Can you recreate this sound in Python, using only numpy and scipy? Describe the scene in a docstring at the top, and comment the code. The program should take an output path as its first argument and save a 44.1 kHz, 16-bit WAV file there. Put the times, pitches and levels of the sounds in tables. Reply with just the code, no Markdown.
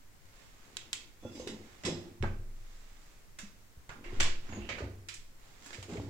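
"""Hard parts click on the steel cabinet of an opened washing machine, close by in a small tiled bathroom:
noisy chatter sets cabinet and tub ringing. The hollow tub clunks in damped swings and rocks in slow puffs
of air; random slips make scrapes, faint hissing swells (perhaps a sleeve rustling) and judder, narrow noise
makes squeals, and a small loose piece tinkles. A short, bright noise tail is the room, over rumble and hiss.
Table levels come before the layer and mix gains."""
import sys
import numpy as np
from scipy import signal
from scipy.fft import rfft, irfft
from scipy.io import wavfile

SR = 44100
rng = np.random.default_rng(int(sys.argv[2]) if len(sys.argv) > 2 else 0)


def generate_wav(signal):
    """Clip the signal to [-1, 1] and save it as 16-bit WAV at the path in sys.argv[1]."""
    frames = np.transpose(np.atleast_2d(signal))
    scaled = np.clip(frames, -1, 1) * 32767
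    pcm = np.round(scaled).astype(np.int16)
    wavfile.write(sys.argv[1], SR, pcm)


N = 268877
SIZE = 32768  # samples in one short sound or response
T, HZ = np.arange(SIZE) / SR, np.fft.rfftfreq(SIZE, 1 / SR)

# spectrum of surfaces touching: (frequency [Hz], level [dB])
CONTACT_SPECTRUM = [(40, 1), (300, -5), (800, -2.5), (1300, -2), (2100, 1), (3200, -3), (4800, -5.5),
                    (6200, -7.5), (7400, -8), (8400, -16), (10000, -23.5), (12500, -33.5), (16000, -33)]


def clicks(bass_hz=600, mid_hz=2300, treble_hz=7000, top_hz=12000, top_growth=2.0, part_db=6.0,
           part_octaves=0.47, ripple_db=3.0, ripple_hz=80, chatter_db=2, first_db=10, tub_db=-3):
    """Each hard contact chatters for milliseconds and sets cabinet, tub and room ringing."""
    # hard contacts: (time [s], energy [dB], bass [dB], treble [dB], pitch of the part [Hz],
    # chatter decay [s], room [dB], steel ring [dB], left over right [dB])
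    contacts = [(.769, -7.5, -19, 4, 2900, 0.0017, -6.5, -18, 1),
                (0.9305, -2, -14, 7, 3080, 0.0029, -5.5, -31, 1.5),
                (1.353, -29.5, -19, 5, 2750, .01, 5, 0, -4), (1.398, -24, 21, 7, 5600, .008, -2, 1, -3),
                (1.474, -16.5, -4, 5.5, 1870, 0.006, 1, 4, -1.5),
                (1.836, -19.5, 2, -7, 2240, 0.0043, 6.5, 1.5, 1.5),
                (1.8508, -12, -3.5, 2.5, 4840, 0.027, 8.5, 8.5, 0),
                (2.226, -13, 7.5, -1.5, 2400, 0.0011, -1.5, -27, -0.5),
                (2.236, -6.5, 12, -24, 1510, 0.017, -2.5, -40, -0.5),
                (3.3876, -18, 0, 8.5, 1770, 0.0048, 4, 0.5, -0.5),
                (3.893, -15.5, 5, -5, 1420, .003, 2, -13, 0),
                (4.041, -24.5, -1.5, -17, 2060, 0.012, 9, -5, 0),
                (4.201, -5.5, -8.5, 0, 1700, 0.015, 0.5, 3, -4),
                (4.2048, 4, -9.5, 2.5, 2300, 0.0062, -2.5, -19, 5.5),
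                (4.228, -8, 2.5, 4, 2880, 0.0067, 6, -25, -1.5),
                (4.4912, -31.5, 3, -16, 1730, 0.00092, 5, -17, -8),
                (4.526, -20.5, -10, -23, 850, 0.0033, 3.5, -24, 1),
                (4.69, -8, -6.5, -11, 2570, 0.0098, 5.5, -24, 0),
                (4.783, -17.5, 3.5, -5, 1440, 0.01, 5, -13, -2.5),
                (5.086, -14, -13, 5, 1960, 0.0095, 1, -6, -3), (5.14, -18, -24, 9, 7200, 0.016, -2, -7, 0),
                (5.661, -21, 2, 12, 1600, .014, -5, -21, -1),
                (5.706, -20, -8, -5, 1700, 0.0028, -3, -21, -2),
                (5.73, -16, -10, -2, 1480, 0.012, -1.5, -14, 0),
                (5.745, -18.5, -24, 1.5, 2050, 0.0044, -17, -25, -2),
                (5.827, -17, 2, 6.5, 2530, 0.011, -3, -22, 2),
                (5.971, -19.5, -16, -13, 2650, 0.0072, -15, -26, -2),
                (5.9983, -18, 19, -17, 795, 0.0018, -26, -25, 4)]
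    out, hollow = np.zeros((2, N)), amp(tub_db) * tub()
    for s, db, bass_db, treble_db, hz, chatter_s, room_db, ring_db, pan_db in contacts:
        # the treble tilt grows towards the top
        tilt = [(bass_hz, bass_db), (mid_hz, 0), (treble_hz, treble_db), (top_hz, top_growth * treble_db)]
        hardness = read(tilt, HZ)
        # the small part has one main resonance among many irregular ones
        part = part_db / (1 + (np.log2((HZ + 1) / hz) / part_octaves) ** 2)
        ripple = ripple_db * np.interp(HZ / ripple_hz, np.arange(len(HZ)), rng.standard_normal(len(HZ)))
        tone = unit(colour(read(CONTACT_SPECTRUM, HZ) + hardness + part + ripple))

        chatter = np.tanh(pair(SIZE)) * uneven(SIZE, chatter_db, 0.00096) * np.exp(-T / chatter_s)
        # the first impact reaches each port within 16 samples
        chatter[[0, 1], rng.integers(0, 16, size=2)] += amp(first_db)
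        crack = unit(convolve(chatter, tone))
        tail = amp(room_db) * convolve(room(), tone)
        sound = crack + convolve(crack, hollow) + tail + amp(ring_db) * steel()
        pan = amp([[pan_db / 2], [-pan_db / 2]])
        add(out, s, amp(db) * pan * sound)
    return out


def steel(t60=0.52, prompt_t60=0.18, prompt_db=6, spot_db=3):
    """The cabinet's ring: each struck spot favours other modes; a strong early decay leaves a longer ring."""
    # modes of the steel cabinet: (frequency [Hz], level [dB])
    cabinet_modes = [(1041, -6), (1410, -7), (1782, -4), (2020, -4), (2143, -3), (2186, -3), (2598, -1),
                     (2810, -3), (2880, -1), (3063, -3), (3262, -2), (3391, 0), (3596, -2), (3865, 0),
                     (4301, -7), (4490, -7), (4651, -4), (5010, -4), (5213, 1), (5625, -7), (5760, -7),
                     (5885, -4), (6165, -5), (6514, -8), (6896, -8), (7255, -4), (7637, -5)]
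    ring = np.zeros((2, SIZE))
    for hz, db in cabinet_modes:
        gain = amp(db + spot_db * rng.standard_normal())
        ring += gain * np.sin(2 * np.pi * (hz * T + rng.random((2, 1))))
    decay = amp(-60 * T / t60) + amp(prompt_db - 60 * T / prompt_t60)
    return unit(ring * decay)


def clunks(room_db=-6, level_db=-2, contact_cycles=0.21):
    """The struck wall swings a few times, the whole tub jolts, and both set its hollow ringing."""
    # dull blows on the tub: (time [s], energy [dB], pitch of the struck wall [Hz],
    # thump of the whole tub [dB], tub ring [dB])
    blows = [(1.25, -14.5, 520, -0.5, -3.5), (1.352, -21, 307, -28, 13), (1.398, -12, 503, -13, 0),
             (1.47, -9.5, 386, -26, 3), (1.519, -18.5, 222.6, -23.5, 11.5), (1.848, -9.5, 177, -27, 0),
             (1.869, -7, 365, -10.5, 4), (1.88, -10.5, 367, -23, 4.5), (1.883, -7.5, 524, -24, -10),
             (1.906, -7.5, 164, -10, -23), (2.204, -4.5, 99.3, -27, 5), (2.229, -6.5, 379, 6, -3),
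             (2.231, -10, 215, -11.5, 2.5), (2.241, -10, 845, -15, -12), (3.431, -17, 205, -25, -24),
             (3.771, -18.5, 72.5, -5, -21), (4.06, -24, 343, -15, 14), (4.128, -16, 364, -0.5, 5),
             (4.193, -3, 57, -9.5, -11), (4.21, -13, 344, -2, -3.5), (4.492, -22.5, 235, -6.5, 14),
             (4.523, -21, 710, 3.5, -4), (4.573, -10, 220, -10, -1), (4.576, -23, 624, -8, -2),
             (4.59, -10, 55, -17, -14), (4.705, -27, 540, -1.5, 17), (4.805, -12, 422, -21, 2.5),
             (4.821, -18, 580, 3.5, 11), (4.835, -15, 261, 4.5, 8), (5.782, -24, 470, 4.5, 6),
             (5.884, -23, 400, -6, 12.5), (5.924, -10, 181, -20, 1.5), (5.955, -11.5, 419, -18, -5),
             (5.98, -19, 640, 9, -3), (6.0, -16.5, 294, -6, 10.5), (6.071, -24, 114, -29, 15)]
    # spectrum of a dull blow: (frequency [Hz], level [dB])
    dull_spectrum = [(20, -2), (60, 13.5), (550, 6.5), (800, 4.5), (1300, -5), (3000, -20), (9000, -75)]
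    wall_cycles = 2.88  # the wall dies away within a few swings, whatever its pitch
    thump_hz, thump_cycles = 106, 0.86
    out, dull, hollow = np.zeros((2, N)), colour(read(dull_spectrum, HZ)), tub()
    thump = unit(convolve(swing(thump_hz, thump_cycles, contact_cycles), dull))
    for s, db, hz, thump_db, ring_db in blows:
        wall = unit(convolve(swing(hz, wall_cycles, contact_cycles), dull))
        blow = wall + amp(thump_db) * thump
        echo = amp(room_db) * np.linalg.norm(blow) * unit(convolve(blow, room()))
        ring = amp(ring_db) * convolve(blow, hollow)
        add(out, s, amp(db + level_db) * (blow + ring + echo))
    return out


def swing(hz, cycles, contact_cycles):
    """A damped swing that builds up over the contact; both times are counted in cycles of its pitch."""
    build = 1 - np.exp(-T * hz / contact_cycles)
    return np.sin(2 * np.pi * hz * T) * np.exp(-T * hz / cycles) * build


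def tub():
    """The hollow tub's answer to a push; each mode peaks at its own level."""
    # modes of the tub: (frequency [Hz], peak gain [dB], t60 [s])
    tub_modes = [(69, 2, .4), (96.5, 10, .75), (113, 1, .5), (167, 4, .7), (210, 5, .45), (283, 2, .45),
                 (349.5, 8, .8), (410, 3, .6), (507, 4, .35), (558, 2, .35), (650, 4, .35), (732, 4, .45),
                 (1041, 12, .45)]
    response = np.zeros(SIZE)
    for hz, db, t60 in tub_modes:
        peak_scale = 2 * np.log(1000) / (t60 * SR)  # evens out the gain of short and long modes
        response += peak_scale * amp(db - 60 * T / t60) * np.cos(2 * np.pi * hz * T)
    return response


def tinks(room_db=-5):
    """A small loose metal piece is tapped and rings briefly with a few clear modes."""
    # taps: (time [s], energy [dB])
    taps = [(5.087, -15.5), (5.15, -30)]
    # modes of the piece: (frequency [Hz], level [dB], t60 [s])
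    piece_modes = [(2520, -2, 0.15), (3470, -4, 0.2), (4124, -14, 0.24), (4872, -3, 0.13)]
    out = np.zeros((2, N))
    for s, energy_db in taps:
        ring = np.zeros((2, SIZE))
        for hz, db, t60 in piece_modes:
            ring += amp(db - 60 * T / t60) * np.sin(2 * np.pi * (hz * T + rng.random((2, 1))))
        ring = unit(ring)
        tail = amp(room_db) * unit(convolve(ring, room()))
        add(out, s, amp(energy_db) * (ring + tail))
    return out


def rubbing(slips_per_s=2500, spread_db=2.0, split_hz=4000, room_db=0, level_db=-4,
            rise_share=0.31, release_s=0.11):
    """Surfaces rub: tiny slips of uneven size make scrapes on the cabinet and faint, slow, hissing swells,
    perhaps a sleeve rustling."""
    # strokes: (start [s], length [s], level [dB], treble [dB], steel ring [dB])
    rubs = [(0.153, 0.68, -59.5, -0.5, -30), (1.188, 0.096, -59, -3, -4.5), (1.308, 0.091, -61, 9, 2.5),
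            (1.495, 0.5, -57, -3.5, -21), (2.463, 0.64, -62, 2.5, -16), (4.003, 0.2, -49.5, -24, -29),
            (4.407, 0.21, -50.5, -28, -37), (5.344, 0.26, -59, -0.5, -27), (5.598, 0.13, -54, 8, -22),
            (5.886, 0.027, -46.5, 0, -25), (5.975, 0.17, -72, -6, -10)]
    starts, lengths, db, treble_db, ring_db = np.transpose(rubs)
    body = strokes(starts, lengths, db, rise_share, release_s)
    treble = strokes(starts, lengths, db + treble_db, rise_share, release_s)
    ring = strokes(starts, lengths, db + ring_db, rise_share, release_s)

    sizes = amp(spread_db * np.minimum(rng.exponential(1, N), 4))
    slips = (rng.random(N) < slips_per_s / SR) * sizes
    slips = slips * uneven(N, spread_db=1.5, hold_s=0.0046)  # the slips come in clumps
    slips = np.sqrt(N) * unit(slips * rng.standard_normal((2, N))) * amp(level_db)

    grit = convolve(slips, unit(colour(read(CONTACT_SPECTRUM, HZ))))
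    low = signal.sosfilt(signal.butter(1, split_hz, fs=SR, output="sos"), grit)
    rub = body * low + treble * (grit - low) + convolve(ring * slips, steel())
    return rub + amp(room_db) * convolve(rub, room())


def judder(slips_per_s=260, level_db=-1, tub_db=-5, room_db=-5, rise_share=0.26, release_s=0.07):
    """A shove drags the tub over its supports: slow, soft slips push on its wall one after another."""
    # shoves: (start [s], length [s], level [dB])
    shoves = [(0.53, 0.51, -67.5), (1.222, 0.038, -49), (1.326, .22, -51.5), (1.836, 0.075, -40),
              (1.96, .16, -69), (3.9, 0.35, -59), (4.056, 0.16, -55), (4.466, 0.12, -48.5), (4.7, .15, -52),
              (5.596, 0.25, -58), (5.876, 0.1, -45.5), (5.98, .12, -56)]
    # spectrum of the pushed wall: (frequency [Hz], level [dB])
    wall_spectrum = [(20, -31), (70, -7), (130, -18.5), (220, 0), (380, -2), (560, -11), (720, -14.5),
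                     (900, -13.5), (1500, -35.5), (4000, -61)]
    slips = (rng.random(N) < slips_per_s / SR) * rng.uniform(-0.93, 1, N)
    slips = np.sqrt(N) * unit(slips)
    slips = slips * amp(level_db) * strokes(*np.transpose(shoves), rise_share, release_s)
    wall = convolve(slips, unit(colour(read(wall_spectrum, HZ))))
    return wall + amp(tub_db) * convolve(wall, tub()) + amp(room_db) * convolve(wall, room())


def strokes(starts, lengths, levels_db, rise_share, release_s):
    """Force of a series of strokes: each builds over a share of its length, holds, and dies away."""
    t, power = np.arange(N) / SR, np.zeros(N)
    for start, length, db in zip(starts, lengths, levels_db):
        rise = np.clip((t - start) / (rise_share * length), 0, 1)
        release = np.exp(-np.clip((t - start - length) / release_s, 0, 20))
        power += (amp(db) * rise * release) ** 2
    return np.sqrt(power)


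def squeals():
    """Rubbed metal squeals thinly: slips lock onto one resonance, a narrow noise that swells and fades."""
    # squeals: (time of the loudest point [s], half length [s], frequency [Hz], width [Hz], level [dB])
    squeal_list = [(1.273, 0.056, 5780, 50, -70), (1.276, 0.028, 1390, 14, -61),
                   (1.291, 0.049, 2680, 31, -62), (1.298, 0.07, 3420, 14, -60),
                   (1.341, 0.026, 7450, 60, -71), (1.376, 0.053, 4910, 67, -56),
                   (1.383, 0.058, 5570, 80, -60), (1.41, 0.028, 6350, 60, -61),
                   (1.505, 0.036, 3900, 13, -50.5), (1.915, 0.052, 5160, 28, -49),
                   (4.552, 0.052, 6690, 64, -55), (4.641, 0.047, 2780, 330, -51)]
    out, middle_s = np.zeros((2, N)), T[-1] / 2
    for s, half_s, hz, width_hz, db in squeal_list:
        tone = irfft(rfft(pair(SIZE)) / (1 + ((HZ - hz) / width_hz) ** 2))
        swell = np.exp(-((T - middle_s) / half_s) ** 2)
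        add(out, s - middle_s, amp(db) * np.linalg.norm(swell) * unit(tone * swell))
    return out


def sways():
    """The rocking tub and the moving hand push slow puffs of air past the microphone: damped slow sines."""
    # swings of air pressure: (time [s], level before rise and decay [dB], frequency [Hz], rise [s], decay [s])
    puffs = [(2.197, -31.5, 21, 0.015, 0.36), (4.045, -33, 20, 0.039, 0.21), (4.161, -2, 7.75, 0.23, 0.078),
             (5.176, -43, 14.2, 0.0039, 0.19)]
    out, t = np.zeros((2, N)), np.arange(2 * SR) / SR
    for s, db, hz, rise_s, decay_s in puffs:
        shape = (1 - np.exp(-t / rise_s)) * np.exp(-t / decay_s)
        add(out, s, -amp(db) * np.sin(2 * np.pi * hz * t) * shape)
    return out


def room(build_s=0.0019):
    """The tail of the tiled room from one spot: noise whose bands each die at their own speed."""
    # decay of the room: (frequency [Hz], t60 [s])
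    room_t60 = [(60, 0.92), (250, 0.74), (800, 0.41), (2500, 0.41), (5000, 0.42), (8000, .3), (15000, 0.17)]
    hz, t, z = signal.stft(pair(SIZE), SR, nperseg=256)
    decay = amp(-60 * t / read(room_t60, hz)[:, None])
    tail = signal.istft(z * decay, SR, nperseg=256)[1][:, :SIZE]
    return unit(tail * (1 - np.exp(-T / build_s)))


def hush(level_db=-56.5):
    """Quiet room rumble and microphone hiss: steady coloured noise."""
    # spectrum of the background: (frequency [Hz], level [dB])
    hush_spectrum = [(6, 8), (14, -5), (30, -1), (60, -13), (100, -9), (150, -17), (280, -20.5),
                     (600, -24.5), (1200, -25.5), (2000, -26), (3300, -31.5), (7400, -30.5), (9500, -36),
                     (15800, -35.5)]
    gain = amp(read(hush_spectrum, np.fft.rfftfreq(N, 1 / SR)))
    noise = irfft(rfft(pair(N)) * gain, N)
    return amp(level_db) * np.sqrt(N) * unit(noise)


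def pair(count):
    """White noise at two microphone ports: alike in the bass, unrelated in the treble."""
    # likeness of the ports: (frequency [Hz], left-right correlation [0 to 1])
    likeness = [(60, 0.75), (250, 0.87), (500, 0.49), (1000, 0.0037), (16000, 0)]
    a, b = rfft(rng.standard_normal((2, count)))
    same = np.clip(read(likeness, np.fft.rfftfreq(count, 1 / SR)), -1, 1)
    return irfft(np.array([a, same * a + np.sqrt(1 - same ** 2) * b]), count)


def uneven(count, spread_db, hold_s):
    """A gain that wanders at random as two surfaces catch and let go."""
    steps = np.arange(count) / (SR * hold_s)
    return amp(spread_db * np.interp(steps, np.arange(count), rng.standard_normal(count)))


def amp(db):
    """Decibels to gain."""
    return 10 ** (np.asarray(db) / 20)


def read(points, hz):
    """Reads a table of (frequency [Hz], value) on a log-frequency axis."""
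    f, value = np.transpose(points)
    return np.interp(np.log(hz + 1), np.log(f + 1), value)


def unit(x):
    """Scales to a mean energy of 1 a channel."""
    return x / np.sqrt(np.mean(np.sum(x ** 2, -1)) + 1e-20)


def add(mix, s, sound):
    """Mixes a sound in at time s."""
    part = mix[:, round(s * SR):][:, :sound.shape[-1]]
    part += sound[..., :part.shape[1]]


def convolve(x, response):
    """Passes x through a response, keeping its length."""
    return signal.fftconvolve(np.atleast_2d(x), np.atleast_2d(response), axes=1)[:, :x.shape[-1]]


def colour(db, size=2048):
    """Causal, minimum-phase response with the given gain over HZ."""
    log_gain = np.log(amp(np.r_[db, db[-2:0:-1]]))
    return irfft(np.exp(np.conj(signal.hilbert(log_gain)))[:len(HZ)])[:size]


def scene():
    """All the handling, heard by two ports; the left one catches less around 2 to 3 kHz."""
    # gain of the left port: (frequency [Hz], level [dB])
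    left_gain = [(100, -0.5), (600, -1), (1100, -1.5), (2200, -11), (3300, -8), (5000, -7), (7500, 3),
                 (12000, -8.5)]
    left, right = clicks() + tinks() + clunks() + rubbing() + judder() + squeals()
    shaded = convolve(left, colour(read(left_gain, HZ)))[0]
    return np.array([shaded, right]) * amp(-1.0) + sways() + hush()


def record(dry, edge_hz=15900):
    """The recorder's band limit: a steep low-pass."""
    low_pass = signal.firwin(511, edge_hz, window=("kaiser", 9), fs=SR)
    return signal.oaconvolve(dry, low_pass[None], "same")


dry = scene()
out = record(dry)
generate_wav(out)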